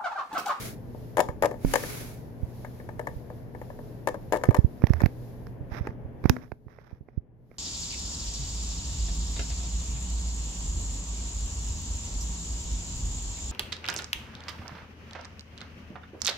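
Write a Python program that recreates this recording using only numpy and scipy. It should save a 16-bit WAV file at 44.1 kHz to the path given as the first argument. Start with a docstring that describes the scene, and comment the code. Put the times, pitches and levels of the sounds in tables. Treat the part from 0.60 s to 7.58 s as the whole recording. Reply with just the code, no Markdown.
"""A small room, heard from a camera with two microphones: shaped noise for its low rush and fine hiss, sines for hum.
At once a sleeve sweeps over the carpet (swelling noise); from 0.35 s a hollow plastic toy is hopped by hand over
a hollow plastic deck nearer the left microphone, its feet clattering in quick bursts (ringing modes under cracks).
From 0.7 s fingers bump the camera by its right microphone (pressure pulses); from 1.05 s come jolts (dying sines)
and ticks (snaps with chatter), from 4.2 s rubs (grainy noise). 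At 5.76 s rush and hum drop quickly and stay low."""
import sys
import numpy as np
from scipy import signal
from scipy.fft import rfft, irfft, next_fast_len
from scipy.io import wavfile
from scipy.ndimage import map_coordinates

SR = 44100
rng = np.random.default_rng(int(sys.argv[2]) if len(sys.argv) > 2 else 0)


def unload_wav(signal):
    """Save mono or channel-first audio to the path in sys.argv[1] as 16-bit WAV at rate SR, clipped to [-1, 1]."""
    wavfile.write(
        sys.argv[1],
        SR,
        np.round(np.clip(np.atleast_2d(signal).T, -1, 1) * 32767).astype(np.int16),
    )


N = 307950
TIME = np.arange(N) / SR  # s

# In every table, left-right levels are positive when the left microphone is louder.
# colour of the room's low rush: (f/Hz, density/dB per Hz)
RUSH_COLOUR = [(12, -58), (20, -9.5), (53, -2.5), (87, -3.5), (123, -1.5), (181, -7), (292, -10.5),
               (386, -13.5), (523, -14), (771, -21.5), (917, -23), (1270, -34), (1750, -32), (3500, -49.5),
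               (4550, -82.5), (7700, -120)]
# likeness of the rush at the two microphones: (f/Hz, correlation)
RUSH_LIKENESS = [(30, 0.18), (60, 0.066), (130, 0.65), (290, 0.87), (640, 0.43), (1400, .06), (3000, 0.065)]
# balance of the rush: (f/Hz, left-right level/dB)
RUSH_BALANCE = [(40, -14.5), (110, 0), (200, 6), (400, 7), (700, 3.5), (1400, 1), (3000, 5)]
# mains hum: (f/Hz, level/dB)
HUM_TONES = [(120, -48), (240, -56), (291, -63.5), (425, -61)]
# colour of the fine hiss: (f/Hz, density/dB per Hz)
HISS_COLOUR = [(1200, -36), (2500, -2), (3500, -0.5), (5200, -0.5), (7000, -4.5), (8700, -16.5),
               (10500, 0.5), (12800, 1.5), (15300, -7), (15600, -48.5)]
# course of the fine hiss: (t/s, level/dB)
HISS_COURSE = [(0, -66), (2.45, -65.5), (2.95, -69.5), (3.25, -64.5), (3.6, -68), (4.88, -67),
               (5.02, -76.5), (5.58, -80), (5.74, -64), (6.0, -84), (6.33, -85), (6.7, -101), (6.98, -73)]
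# sleeve over carpet: (t of greatest speed/s, rise/s, fall/s, level/dB)
SLEEVE_SWEEPS = [(0.015, .1, 0.13, -38.5), (1.199, 0.18, 0.36, -38.5), (1.95, 0.24, .8, -65.5)]
# colour of the carpet pile: (f/Hz, density/dB per Hz)
PILE_COLOUR = [(300, 2), (530, -1), (900, -9), (1470, -4.5), (1930, -8), (2220, -3), (2720, -10.5),
               (6820, -10), (8440, -18), (10800, -7), (15500, -16)]
# one foot touches down: (t/s, level/dB, brightness/dB)
FOOT_STEPS = [(0.347, -29, -16), (0.687, -19, 4.5), (0.912, -19.5, 1), (0.941, -26.5, 0),
              (1.236, -20.5, 6.5), (2.047, -25.5, 11.5), (2.199, -31.5, 6), (2.290, -24.5, 2),
              (2.394, -17.5, 4.5), (2.4705, -17, 4), (2.701, -25.5, -9), (2.949, -27, 2), (3.015, -25, 0),
              (3.101, -27, -1), (3.190, -29.5, -4), (3.543, -20, 1.5), (3.813, -27, -1), (3.8365, -11.5, 5),
              (3.9085, -17, -2), (4.404, -19.5, 9.5), (5.272, -25.5, 6), (6.312, -40, -4)]
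# the toy lands and rocks from foot to foot:
# (t/s, level/dB, brightness/dB, crack level/dB, contacts, gap/s, change per contact/dB)
TOY_HOPS = [(0.570, -11, 1, -16.5, 4, 0.011, 2.04), (0.8234, -7.5, -1.5, -19, 4, 0.011, -0.38),
            (1.137, -7.5, 5, -12, 2, .019, -0.5), (3.473, -9.5, 0.5, -19.5, 2, .012, -5),
            (3.7233, -9.5, 0.5, -18, 6, .0093, -2), (3.945, -11, 1.5, -19.5, 2, .021, -7)]
# modes of the hollow deck: (f/Hz, relative level/dB, t60/s)
DECK_MODES = [(313, -17, 0.11), (405, -10.5, 0.063), (498, -9.5, 0.13), (562, -0.5, 0.073),
              (612, -2, 0.073), (742, -7.5, 0.085), (824, -13, 0.058), (887, -4.5, 0.072), (980, -8, 0.066),
              (1117, -13, 0.056), (1224, -12.5, 0.054), (1450, -19, 0.015), (1612, -11, .035),
              (1751, -6.5, 0.045), (1817, -16.5, 0.063), (1960, -13.5, 0.019), (2190, -14.5, .035)]
# colour of a foot's crack on the deck: (f/Hz, density/dB per Hz)
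CRACK_COLOUR = [(300, -26), (1200, -10), (2200, 7), (3200, 4), (5200, -1), (6800, -1.5), (8500, -10),
                (11000, -1), (14000, -8), (16500, -21)]
# modes of the hollow toy's own shell: (f/Hz, relative level/dB, t60/s)
SHELL_MODES = [(5234, -0.5, 0.015), (6500, -2, 0.017), (6915, -1, 0.012), (8200, -7.5, 0.013),
               (10870, -4, 0.011), (12800, 2.5, 0.0084)]
# decay of the room: (f/Hz, t60/s)
ROOM_DECAY = [(150, 0.5), (600, 0.26), (2000, 0.18), (7000, 0.26), (14000, 0.12)]
# fingers bumping the camera body: (t/s, relative level/dB, contact time/ms)
FINGER_BUMPS = [(0.692, -17, 2.2), (1.0482, -7, 0.58), (1.832, -10, 3.2), (2.564, -11, 8.6),
                (3.889, 1, 1.16), (3.897, -2, 2.45), (3.989, 1, 1.84), (4.046, -1, 2.37),
                (4.2394, 0.5, 1.1), (4.305, -0.5, 1.8), (4.4195, -13, 0.42), (4.438, 0, 1.73),
                (4.460, -5.5, 0.94), (5.01, -19.5, 2.4), (5.119, -15, 3.5), (5.21, -11.5, 2.5),
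                (5.291, -18.5, 3.6), (5.451, -19, 3.2), (5.642, -15.5, 2.4), (5.656, -3, 0.74),
                (5.699, -2.5, 1.26), (5.922, -23, 1.7), (6.067, -28, 1.5), (6.329, -24, 2.1),
                (6.410, -28, 1.37), (6.577, -11.5, 2.17)]
# firm jolts leave the camera rocking or the playset ringing, one sine a row, three for the jolt at 1.05 s:
# (t/s, level/dB, f/Hz, t60/s, left-right level/dB)
SWAYS = [(1.049, -19, 39, 0.23, -22.5), (1.048, -28.5, 166, 0.17, 11), (1.049, -31.5, 272, 0.51, 10.5),
         (4.339, -21.5, 78, 0.29, -22), (5.699, -27, 251, 0.33, 30)]
# nails and casing ticking beside the microphone: (t/s, relative level/dB, treble/dB)
CASING_TICKS = [(1.0484, -24, -1), (3.89, -20, -10), (4.221, -29, -1), (4.24, -22, -20), (4.270, -23, 6),
                (4.2981, -33, 4), (4.3356, -21.5, 1.5), (4.418, -28.5, 15), (4.436, -21.5, -10),
                (4.4597, -15.5, 1.5), (4.869, -40, 3), (5.252, -36.5, -10), (5.2717, -23, -2),
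                (5.306, -36, -10), (5.641, -27, -3.5), (5.658, -20.5, -4.5), (5.696, -7.5, 11),
                (5.766, -25.5, -3.5), (5.919, -26.5, -5), (6.083, -44.5, -16), (6.187, -37.5, -24),
                (6.487, -38, -23.5), (6.915, -41.5, -12)]
# colour of a tick through the casing: (f/Hz, density/dB per Hz)
CASING_COLOUR = [(100, -1.5), (400, 16), (1000, 3), (1400, 1.5), (2000, 0), (2450, -3.5), (2950, -24),
                 (5400, -18), (6600, -25), (8500, -35), (12000, -24), (16000, -31)]
# a finger slides on the casing: (start t/s, length/s, level/dB)
FINGER_RUBS = [(4.217, 0.19, -54), (4.40, 0.04, -50), (5.122, 0.066, -43.5), (5.257, .055, -56.5),
               (5.65, 0.038, -50.5), (5.723, 0.12, -56.5), (6.10, .24, -62), (6.476, 0.097, -75.5),
               (6.914, 0.043, -66.5)]
# colour of skin on the casing: (f/Hz, density/dB per Hz)
SKIN_COLOUR = [(90, 6), (300, 3.5), (600, 8), (1100, 4), (1750, 4.5), (2450, -3.5), (2950, -15.5),
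               (3600, -12.5), (4400, -20.5), (5300, -11.5), (6500, -21), (7500, -33), (12000, -21.5),
               (16000, -39)]
# colours of the two microphone ports: (f/Hz, left-right level/dB)
PORT_BALANCE = [(1500, 0), (2400, -1.5), (4400, -6), (5800, -6.5), (7000, 7), (8600, 12), (10500, 9),
                (13000, -5), (16000, 7.5)]

RUSH_DB = -42.5  # rush level before it drops
DROP_S, DROP_LENGTH_S, DROP_DB = 5.763, 0.13, 12.5  # rush and hum drop and stay low
# a sweep lies DEPTH under its peak one rise before and one fall after it; a higher shape holds longer
SWEEP_DEPTH_DB, SWEEP_SHAPE = 17, 2.84
ROCK_DB, ROCK_SOFT_DB = 2.5, 10.5  # mid-rock the toy's weight is on the deck: louder, less crack
# a step's crack at 0 dB level and brightness; harder and brighter steps crack more
STEP_CRACK_DB, CRACK_PER_DB, CRACK_PER_BRIGHT = -14.5, 0.64, 0.35
SETTLE_S, SETTLE_DB = 0.015, -13.5  # a second foot settles about this much later, and this much weaker
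TOY_PAN_DB = 7.5  # left-right level: the toy is nearer the left microphone
RUB_ATTACK_DB_PER_S, RUB_RELEASE_DB_PER_S = 800, 328.5
TOP_HZ = 15900  # band limit


def amp(db):
    """Decibels to gain."""
    return 10 ** (np.asarray(db) / 20)


def unit(x):
    """Scale to rms 1."""
    return x / np.sqrt(np.mean(x ** 2) + 1e-20)


def blow(x):
    """Scale a short sound to the energy of 3 ms at rms 1."""
    energy = np.sum(np.atleast_2d(x) ** 2, axis=-1).mean()
    return x / np.sqrt(energy / (.003 * SR))


def along(points, hz):
    """Read (f/Hz, value) points on a log frequency axis."""
    f, value = np.transpose(points)
    return np.interp(np.log(hz + 1), np.log(f + 1), value)


def curve(rows):
    """Read (t/s, value) points at every sample."""
    s, value = np.transpose(rows)
    return np.interp(TIME, s, value)


def wobble(rate):
    """A smooth random curve, rate knots a second."""
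    knots = rng.standard_normal(int(N * rate / SR) + 4)
    return map_coordinates(knots, [TIME * rate])


def filtered(x, response):
    """Multiply the spectrum of x by a response of frequency."""
    n = x.shape[-1]
    m = next_fast_len(n + 4096)
    return irfft(rfft(x, m) * response(np.fft.rfftfreq(m, 1 / SR)), m)[..., :n]


def noise(colour, shape):
    """Noise of rms 1 with the given colour."""
    return unit(filtered(rng.standard_normal(shape), lambda hz: amp(along(colour, hz))))


def lean(db):
    """Left and right gains that differ by db and have mean 1."""
    half = np.atleast_1d(db) / 2
    gains = amp(np.array([half, -half]))
    return gains / gains.mean(axis=0)


def add(track, s, sound):
    """Mix a sound into a track at time s."""
    start = max(round(s * SR), 0)
    part = track[..., start:][..., :sound.shape[-1]]
    part += sound[..., :part.shape[-1]]


def butter(x, order, hz, kind):
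    """Butterworth filter of the given kind."""
    return signal.sosfilt(signal.butter(order, hz, kind, fs=SR, output="sos"), x)


def background(dull_hz=300, dulling=0.41, flicker_db=2.1):
    """Low rush, partly shared by both microphones, unsteady hum and flickering hiss; the rush dulls as it drops."""
    drop_db = -DROP_DB * np.clip((TIME - DROP_S) / DROP_LENGTH_S, 0, 1)

    def mid_side_gains(hz):
        turn = np.arccos(np.clip(along(RUSH_LIKENESS, hz), -1, 1)) / 2
        return np.array([np.cos(turn), np.sin(turn)])

    mid, side = filtered(noise(RUSH_COLOUR, (2, N)), mid_side_gains)
    stereo = np.array([mid + side, mid - side])
    rush = unit(filtered(stereo, lambda hz: lean(along(RUSH_BALANCE, hz))))
    low = filtered(rush, lambda hz: 1 / (1 + (hz / dull_hz) ** 2))
    rush = low + (rush - low) * amp(dulling * drop_db)

    hum = np.zeros(N)
    for hz, db in HUM_TONES:
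        level = amp(db + 3.33 * wobble(4)) * np.sqrt(2)
        hum += level * np.sin(2 * np.pi * hz * TIME + hz / 500 * wobble(4.2))

    hiss_level = amp(curve(HISS_COURSE) + flicker_db * wobble(9))
    hiss = hiss_level * noise(HISS_COLOUR, (2, N))
    return amp(drop_db) * (amp(RUSH_DB) * rush + hum) + hiss


def brush(grain_db=1):
    """Countless fibres flick past each other in a wide, soft hiss that swells and fades with each sweep."""
    speed = np.zeros(N)
    for s, rise, fall, db in SLEEVE_SWEEPS:
        distance = np.abs((TIME - s) / np.where(TIME < s, rise, fall))
        speed += amp(db - SWEEP_DEPTH_DB * distance ** SWEEP_SHAPE)
    return speed * amp(grain_db * wobble(120)) * noise(PILE_COLOUR, (2, N))


def room(x):
    """A fresh diffuse tail for each microphone; the bass lasts longest."""
    hz, t, z = signal.stft(rng.standard_normal((2, SR // 3)), SR, nperseg=256)
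    decay = amp(-60 * t / along(ROOM_DECAY, hz)[:, None])
    build_up = 1 - np.exp(-t / .008)
    tail = signal.istft(z * decay * build_up, SR, nperseg=256)[1]
    return signal.fftconvolve(x[None], tail / np.linalg.norm(tail[0]), axes=1)


def contacts():
    """Foot contacts (t/s, level/dB, brightness/dB, crack level/dB): settling steps and evenly paced rocking hops."""
    touches = []
    for s, db, bright in FOOT_STEPS:
        crack = STEP_CRACK_DB + CRACK_PER_DB * db + CRACK_PER_BRIGHT * bright
        touches.append((s, db, bright, crack))
        touches.append((s + SETTLE_S * rng.uniform(0.46, 1.3), db + SETTLE_DB, bright, crack))
    for s, db, bright, crack, count, gap, change_db in TOY_HOPS:
        for k in range(count):
            weight = np.sin(np.pi * k / (count - 1))
            level = db + k * change_db + ROCK_DB * weight
            touches.append((s + k * gap, level, bright, crack - ROCK_SOFT_DB * weight))
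    return touches


def feet(ring_db=-7, crack_db=-5.0, shell_db=-6, room_db=-15, crack_t60=0.02, lead=0.00014, heel_db=-5,
         body_db=8):
    """Each foot lands on a new spot of the deck, so its modes ring at new strengths under a hard little crack."""
    out, t = np.zeros((2, N)), np.arange(SR // 8) / SR
    hz, mode_db, t60 = np.transpose(DECK_MODES)[:, :, None]
    upper = np.clip(np.log2(hz / 800), 0, 1)  # brightness lifts the upper modes
    arrival = t - np.array([0, lead])[:, None, None]  # the left microphone is nearer
    onset = (.5 + np.exp(-t / .006)) * (1 - np.exp(-t / .0008))
    for s, db, bright_db, hard_db in contacts():
        light = np.clip(-(db + 3.5) / 12, 0, 1)  # light steps bring out the lowest modes
        spot_db = 2 * rng.standard_normal(hz.shape)
        strength = amp(mode_db + upper * bright_db + body_db * light * (hz < 520) + spot_db)
        pitch = hz * (1 + .006 * rng.standard_normal(hz.shape))
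        phase = rng.uniform(0, 2 * np.pi, hz.shape) + hz / 2500 * rng.standard_normal((2, len(hz), 1))
        modes = strength * amp(-60 * t / t60) * np.sin(2 * np.pi * pitch * arrival + phase)
        ring = blow(onset * modes.sum(axis=1))

        heel = t - rng.uniform(0.0047, 0.006)  # the rest of the foot follows a moment later
        contact = amp(-60 * t / crack_t60) * (1 - np.exp(-t / 0.00065))
        contact += amp(heel_db - 60 * np.abs(heel) / 0.006) * (heel > 0)
        crack = blow(noise(CRACK_COLOUR, (2, len(t))) * contact)

        shell = np.zeros((2, len(t)))
        for f, level, life in SHELL_MODES:
            decay = amp(level + rng.normal(0, 1.5) - 60 * t / life)
            shell += decay * np.sin(2 * np.pi * (f * t + rng.random((2, 1))))

        hard = crack + amp(shell_db) * blow(shell)
        tap = amp(db + ring_db) * ring + amp(db + hard_db + crack_db) * hard
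        add(out, s, tap * lean(TOY_PAN_DB))
        add(out, s, amp(room_db) * room(tap[0]) * lean(TOY_PAN_DB / 2))
    return out


def bumps(level_db=7, corner_hz=62, port_hz=2000, leak_db=-15, rounding=0.29):
    """A soft push on the camera is a pressure pulse at the right port; the bass cut makes it swing back."""
    push, t = np.zeros(N), np.arange(-SR // 20, SR // 20) / SR
    for s, db, contact_ms in FINGER_BUMPS:
        pulse = np.exp(-np.hypot(t / (contact_ms / 1000), rounding))  # flesh rounds the tip
        add(push, s + t[0], -amp(db + level_db) * pulse)
    swing = butter(butter(push, 3, corner_hz, "high"), 3, port_hz, "low")
    far_port = butter(swing, 2, [170, 520], "band")  # only a faint knock crosses the casing
    return np.array([amp(leak_db) * far_port, swing])


def jolts():
    """Each row is one low, dying sine; the jolt at 1.05 s starts three almost together."""
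    out, t = np.zeros((2, N)), np.arange(SR // 2) / SR
    for s, db, hz, t60, pan_db in SWAYS:
        sway = amp(db - 60 * t / t60) * np.sin(2 * np.pi * hz * t)
        add(out, s, sway * lean(pan_db))
    return out


def ticks(level_db=-6, t60=.012, pan_db=-12, room_db=-22, direct=4, thinning=0.99):
    """Dry ticks travel through the casing, mostly to the right microphone; the sharpest have the least body."""
    out, t = np.zeros((2, N)), np.arange(-SR // 200, SR // 20) / SR
    for s, db, treble_db in CASING_TICKS:
        chatter = rng.standard_normal(len(t)) * amp(-60 * np.abs(t) / t60) * (t > 0)
        contact = chatter + direct * (t == 0)  # a snap, then fine chatter
        treble = [(2400, 0), (3200, treble_db)]
        body = [(650, -thinning * max(treble_db, 0)), (1000, 0)]
        coloured = filtered(contact, lambda hz: amp(along(CASING_COLOUR, hz) + along(treble, hz)))
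        thinned = filtered(blow(coloured), lambda hz: amp(along(body, hz)))
        tick = amp(db + level_db) * thinned
        add(out, s + t[0], tick * lean(pan_db))
        add(out, s + t[0], amp(room_db) * room(tick))
    return out


def rub(pan_db=-12, catch_db=3.5, judder_db=2):
    """Skin catches and slips on the casing in fine grains; each stroke grips fast, holds and lets go."""
    pressure = np.zeros(N)
    for s, length, db in FINGER_RUBS:
        before = np.maximum(s - TIME, 0)
        after = np.maximum(TIME - s - length, 0)
        pressure += amp(db - RUB_ATTACK_DB_PER_S * before - RUB_RELEASE_DB_PER_S * after)
    grip_db = catch_db * wobble(700) + judder_db * wobble(70)
    slips = rng.standard_normal((2, N)) * amp(grip_db)
    grains = unit(filtered(slips, lambda hz: amp(along(SKIN_COLOUR, hz))))
    return pressure * grains * lean(pan_db)


def scene():
    """Room, sleeve, toy and hands at the two microphones."""
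    return background() + brush() + feet() + bumps() + jolts() + ticks() + rub()


def record(dry):
    """Each port has its own colour; nothing is kept from the band limit up."""
    return filtered(dry, lambda hz: lean(along(PORT_BALANCE, hz)) * (hz < TOP_HZ))


dry = scene()
out = record(dry)
unload_wav(out)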